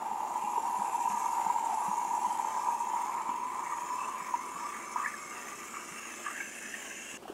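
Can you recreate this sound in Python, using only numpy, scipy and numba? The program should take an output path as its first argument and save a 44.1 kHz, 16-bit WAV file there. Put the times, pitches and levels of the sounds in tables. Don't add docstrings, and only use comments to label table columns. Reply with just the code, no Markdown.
import sys
import numpy as np
from scipy import signal
from scipy.fft import rfft, irfft
from scipy.io import wavfile
from scipy.ndimage import uniform_filter1d
from numba import njit

SR = 44100
rng = np.random.default_rng(int(sys.argv[2]) if len(sys.argv) > 2 else 0)


def log_audio(samples):
    frames = np.atleast_2d(samples).T
    limited = np.clip(frames, -1, 1)
    pcm = np.round(limited * 32767).astype(np.int16)
    wavfile.write(sys.argv[1], SR, pcm)


N = 323253
TIME = np.arange(N) / SR
POUR_END_S = 7.175
# pitch_hz, width_hz, lift_db
MUG_MODES = [(690, 60, -3), (810, 80, 3), (970, 70, 7), (1085, 70, -4), (1185, 90, 5), (1460, 130, -4),
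             (1610, 50, 5), (1715, 50, 4), (2230, 110, 5), (2500, 250, -5)]


def amp(db):
    return 10 ** (np.asarray(db) / 20)


def unit(x):
    return x / np.sqrt(np.mean(x ** 2) + 1e-20)


def curve(rows, axis, t=TIME):
    rows = np.asarray(rows)
    return np.interp(t, rows[:, 0], rows[:, axis])


def slope(points, hz):
    f, db = np.transpose(points)
    return np.interp(np.log(hz + 1), np.log(f + 1), db)


def lifts(modes, hz):
    return sum(db / (1 + (2 * (hz - f) / width) ** 2) for f, width, db in modes)


def add(mix, s, sound):
    part = mix[max(round(s * SR), 0):][:len(sound)]
    part += sound[:len(part)]


def colour(x, db_at, size=4096):
    cepstrum = irfft(np.log(amp(db_at(np.fft.rfftfreq(size, 1 / SR)))))
    cepstrum[1:size // 2] *= 2
    cepstrum[size // 2 + 1:] = 0
    response = irfft(np.exp(rfft(cepstrum)))
    return signal.oaconvolve(x, response)[:N]


def steady(x, band, size=4000):
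    bandpass = signal.butter(3, band, "bandpass", fs=SR, output="sos")
    inside = signal.sosfiltfilt(bandpass, x)
    power = uniform_filter1d(uniform_filter1d(inside ** 2, size), size // 2)
    return x / np.sqrt(abs(power) + 1e-20)


def pops(per_s, spread_db, clump_db, size=500):
    sizes = amp(spread_db * np.minimum(rng.exponential(1, N), 5)) * rng.choice([-1, 1], N)
    clumps = amp(clump_db * unit(uniform_filter1d(rng.standard_normal(N), size)))
    return unit(sizes * clumps * (rng.random(N) < per_s / SR))


@njit
def smooth(x, r):
    y = np.zeros_like(x)
    for i in range(1, len(x)):
        y[i] = r[i] * y[i - 1] + (1 - r[i]) * x[i]
    return y


def resonate(x, hz, width):
    turn = np.exp(2j * np.pi * np.cumsum(hz) / SR)
    pole = np.exp(-np.pi * width / SR)
    return 2 * (turn * smooth(x / turn, pole)).real


def ring(db, hz, decay, rise=0., size=6000):
    t = np.arange(size) / SR
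    age = t / max(decay, 1e-4)
    tone = np.sin(2 * np.pi * hz * t * (1 + rise * np.minimum(age, 10) / 2))
    return amp(db) * age * np.exp(1 - age) * tone


def echoing(clicks, share, decay, count, size=1500):
    out, step = np.zeros(N), N // count + 1
    window = np.sin(np.pi * np.arange(2 * step) / (2 * step))
    padded = np.pad(clicks, (step, 3 * step))
    for k in range(count + 2):
        echoes = rng.standard_normal(size) * np.exp(-np.arange(size) / SR / decay)
        echoes *= share / np.linalg.norm(echoes)
        echoes[0] += 1
        part = signal.fftconvolve(padded[k * step:][:2 * step] * window, echoes)
        add(out, max(k - 1, 0) * step / SR, part[step:] if k == 0 else part)
    return out


def in_mug(clicks, spectrum, patch_db, wander=0.014, rim_db=13.0, size=1024):
    # nearly_empty_hz, nearly_full_hz, width_hz, nearly_empty_lift_db, nearly_full_lift_db
    air_modes = [(1550, 1450, 820, -4.5, 3.5), (2380, 2234, 250, 8.5, 8.5), (2737, 2625, 164, 14.5, 12.5),
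                 (3130, 2800, 140, -0.5, 8.5), (3141, 3141, 92, 9, 10.5), (5530, 5270, 470, 2.5, 12),
                 (6520, 6190, 330, -3.5, 6), (7240, 7010, 410, 6, 6.5), (7540, 7900, 230, -0.5, 7.5),
                 (7730, 7600, 220, 5, 2), (8370, 8480, 350, 6.5, 10), (9250, 9380, 380, -1.5, 6),
                 (10220, 10050, 400, 8.5, 6), (10700, 10550, 230, 2, 2), (11360, 11080, 350, 10.5, 6),
                 (13100, 12900, 390, 1, 6)]
    hz, t, z = signal.stft(clicks, SR, nperseg=size, noverlap=size * 3 // 4)
    hz = hz[:, None]
    fill = np.clip((t - 1.4) / 3.7, 0, 1)
    heave = rng.standard_normal((len(air_modes), len(t)))
    heave = 1 + wander * unit(uniform_filter1d(heave, size=36, axis=1))
    modes = [((f0 + (f1 - f0) * fill) * drift, width, db0 + (db1 - db0) * fill)
             for (f0, f1, width, db0, db1), drift in zip(air_modes, heave)]
    modes.append((2950, 600, rim_db * np.clip((t - 5.6) / 1.6, 0, 1)))
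    patches = uniform_filter1d(rng.standard_normal(z.shape), size=5, axis=0)
    patches = unit(uniform_filter1d(patches, size=16, axis=1))
    z = z * amp(slope(spectrum, hz) + lifts(modes, hz) + patch_db * patches)
    return signal.istft(z, nperseg=size, noverlap=size * 3 // 4)[1][:N]


def filled():
    return np.clip(TIME / POUR_END_S, 0, 1)


def building(build_s=0.91, build_db=4.5):
    return -build_db * np.clip(1 - TIME / build_s, 0, 1)


def swell(start, length, peak=0.21):
    return np.sin(np.pi / 2 * np.interp((TIME - start) / length, [0, peak, 1], [0, 1, 0]))


def surging():
    # start_s, length_s, gurgle_lift_db
    surges = [(2.66, 0.14, 1.5), (2.922, 0.1, 2.5), (3.882, 0.32, 3.5), (4.57, 0.19, 4.5),
              (4.948, 0.17, 10.5), (5.313, 0.089, 3), (5.464, 0.073, 4), (5.72, 0.13, 4.5),
              (6.24, 0.13, 7.5), (6.335, 0.16, 8.5)]
    return sum(db * swell(start, length) for start, length, db in surges)


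def room(level_db=-53):
    # pitch_hz, level_db
    air_tone = [(25, -35), (60, -31), (100, -13), (160, -10), (220, 4.5), (300, 0), (400, 2.5), (500, -3.5),
                (750, -5), (1400, -17), (2200, -15), (4000, -20), (9000, -22), (15700, -32)]
    # pitch_hz, rms_level_db
    hum_tones = [(67.2, -76.5), (341, -63), (568, -67.5)]
    air = unit(colour(rng.standard_normal(N), lambda hz: slope(air_tone, hz)))
    hum = sum(amp(db) * np.sqrt(2) * np.sin(2 * np.pi * (hz * TIME + rng.random()))
              for hz, db in hum_tones)
    return amp(level_db) * air + hum


def knocks(rub_decay=0.05, size=5000):
    # start_s, peak_db, pitch_hz, decay_s, rub_level_db (before the rub's tone filter)
    blow_list = [(0.577, -37, 425.4, 0.0036, -74), (3.29, -39, 281, 0.0024, -49),
                 (7.14, -40, 247, 0.0023, -56), (7.222, -47, 416, .003, -52),
                 (7.254, -36.5, 760, 0.0019, -59), (7.279, -40, 605, 0.0015, -47),
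                 (7.299, -31.5, 368, 0.0024, -60)]
    blows, rubs = np.zeros(N), np.zeros(N)
    for s, db, hz, decay, rub_db in blow_list:
        add(blows, s, ring(db, hz, decay))
        fading = np.exp(-np.arange(size) / SR / rub_decay)
        add(rubs, s, amp(rub_db) * rng.standard_normal(size) * fading)
    # pitch_hz, gain_db
    tone = [(80, -3), (300, 16.5), (900, 15.5), (1600, 9), (2100, -9), (2900, 8.5), (4000, -10),
            (7000, -6), (15000, -14)]
    return blows + colour(rubs, lambda hz: slope(tone, hz))


def gulps(level_db=-1.0, decay=0.0064, rise=.012):
    # start_s, peak_db (before the common level_db)
    gulp_list = [(0.12, -46), (0.439, -44), (0.791, -39.5), (1.096, -44), (1.126, -47), (1.462, -43),
                 (1.881, -37), (2.072, -52), (2.268, -47), (3.836, -51), (4.212, -48), (4.549, -50),
                 (5.253, -53), (5.914, -48)]
    first_hz, last_hz, settle_s = 224, 167, 2.4
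    out = np.zeros(N)
    for s, db in gulp_list:
        hz = last_hz + (first_hz - last_hz) * np.exp(-s / settle_s)
        add(out, s, ring(db + level_db, hz, decay, rise))
    return out


def fizz(surge_share=0.052):
    # pitch_hz, level_db_per_hz
    fizz_tone = [(1000, -44), (3500, -20.5), (4850, -17.5), (5700, -11), (6300, -0.5), (7100, -0.5),
                 (8000, -9), (9000, -12), (11000, -14), (12500, -20.5), (15700, -42)]
    # time_s, level_db
    foam_level = [(0, -60), (0.45, -52.5), (0.7, -52), (1.2, -48), (1.5, -50.5), (2.0, -49.5), (2.7, -51),
                  (3.1, -52.5), (3.4, -57), (3.65, -52), (3.83, -51), (4.05, -51), (4.13, -53.5),
                  (5.0, -51), (5.85, -50.5), (6.05, -49.5), (7.16, -48.6)]
    drive = echoing(pops(per_s=5000, spread_db=3.0, clump_db=-0.5), share=1.0, decay=0.0043, count=90)
    foam = in_mug(drive, fizz_tone, patch_db=2.0)
    return steady(foam, (5000, 12000)) * amp(curve(foam_level, axis=1) + surge_share * surging())


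def splash(level_db=-58, growth_db=9.5, growth_power=3.6, surge_share=0.15, flurry_width_hz=320):
    # pitch_hz, level_db_per_hz
    splash_tone = [(60, -19), (450, -27), (620, 0), (1200, 3), (1450, -1), (1750, 4.5), (2100, 2.5),
                   (2500, -5), (2850, -9.5), (3500, -10.5), (4300, -21.5), (8000, -16)]
    # start_s, length_s, lift_db, mode_hz
    flurries = [(0.36, 0.25, 10, 2650), (0.8, 0.7, 5, 2650), (3.037, 0.38, 5, 2700), (3.62, 0.3, 6.5, 1900),
                (3.977, 0.13, 10, 2700), (4.158, 0.17, 7.5, 2220), (4.68, 0.31, 7.5, 2050),
                (5.03, 0.12, 11, 1900), (5.307, 0.13, 7, 2740), (5.738, 0.062, 8.5, 2200),
                (5.92, 0.26, 6.5, 2680), (6.23, 0.14, 10, 1660), (6.34, 0.16, 5.5, 2230),
                (6.554, 0.33, 5, 1730)]
    drive = echoing(pops(per_s=2200, spread_db=0.5, clump_db=1.37), share=0.42, decay=0.0081, count=45)
    patter = steady(in_mug(drive, splash_tone, patch_db=2.5), (2150, 3300))
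    singing = np.zeros(len(patter))
    for start, length, db, hz in flurries:
        mode = signal.lfilter(*signal.iirpeak(hz, hz / flurry_width_hz, SR), patter)
        singing += (amp(db * swell(start, length)) - 1) * mode
    growth = growth_db * filled() ** growth_power
    return (patter + singing) * amp(level_db + growth + building() + surge_share * surging())


def bubbles(level_db=-5.0, decay=0.0026, rise=0.0019, mug_share=0.53):
    # start_s, peak_db (before level_db, echoes and mug), pitch_hz
    bubble_list = [(0.356, -21, 890), (0.394, -32, 957), (0.533, -27, 956), (0.578, -19.5, 920),
                   (0.931, -23, 954), (1.075, -23, 964), (1.17, -21.5, 910), (1.205, -26, 917),
                   (1.397, -25.5, 854), (1.463, -21, 875), (1.499, -20, 945), (1.584, -22.5, 973),
                   (1.914, -25.5, 950), (2.149, -25.5, 936), (2.176, -21, 870), (2.245, -23, 980),
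                   (2.672, -26.5, 970), (2.685, -17.5, 920), (2.939, -21, 942), (3.149, -24.5, 950),
                   (3.291, -23.5, 955), (3.662, -37, 2050), (3.722, -27, 1160), (4.339, -18.5, 953),
                   (4.959, -18, 985), (5.0, -23, 1166), (5.046, -28, 1130), (5.047, -28, 1920),
                   (5.059, -23, 1720), (5.061, -33.5, 2220), (5.074, -30, 1790), (5.139, -31, 1710),
                   (5.767, -30, 1170), (6.263, -27, 1163), (6.265, -29.5, 1690), (6.283, -34, 1163),
                   (6.356, -33.5, 1636), (6.402, -26, 1620), (6.405, -29, 2220), (6.655, -37.5, 1730),
                   (6.739, -29, 1830), (6.907, -39, 1625)]
    out = np.zeros(N)
    for s, db, hz in bubble_list:
        add(out, s, ring(db + level_db, hz, decay, rise))
    plops = echoing(out, share=0.23, decay=0.017, count=40)
    return colour(plops, lambda hz: mug_share * lifts(MUG_MODES, hz))


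def gurgle(level_db=-32, fade_db=23, fade_power=1.73, skirt=0.072):
    # time_s, note_hz, width_hz
    air_column = [(0, 878, 190), (1.4, 903, 200), (2.6, 905, 192), (3.5, 994, 230), (4.5, 1050, 224),
                  (5.2, 1194, 344), (5.8, 1204, 425), (6.31, 1200, 342), (6.35, 1650, 240),
                  (6.7, 1740, 330), (7.2, 1620, 420)]
    note, width = curve(air_column, axis=1), curve(air_column, axis=2)
    drive = echoing(pops(per_s=1900, spread_db=2.5, clump_db=0.06), share=0.54, decay=0.0061, count=50)
    once = resonate(drive, note, width)
    twice = resonate(once, note, width)
    air = colour(twice + skirt * once, lambda hz: lifts(MUG_MODES, hz))
    fade = fade_db * np.sin(np.pi / 2 * filled() ** fade_power) ** 2
    return steady(air, (700, 2000)) * amp(level_db - fade + building() + surging())


def scene():
    pouring = np.clip((POUR_END_S - TIME) / .002, 0, 1)
    stream = pouring * (gurgle() + splash() + fizz())
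    mid = stream + bubbles() + gulps() + knocks() + room()
    # pitch_hz, level_db
    width = [(30, -6), (230, 16.0), (600, 15.5), (1500, -26.0), (4000, -12.0), (7000, -23),
             (12000, 1.5), (15500, 6.5)]
    side = amp(-70) * unit(colour(rng.standard_normal(N), lambda hz: slope(width, hz)))
    return np.array([mid + side, mid - side])


def record(dry, edge_hz=15760):
    taps = signal.firwin(1023, edge_hz, window=("kaiser", 9), fs=SR)
    return signal.oaconvolve(dry, taps[None], "same")


dry = scene()
out = record(dry)
log_audio(out)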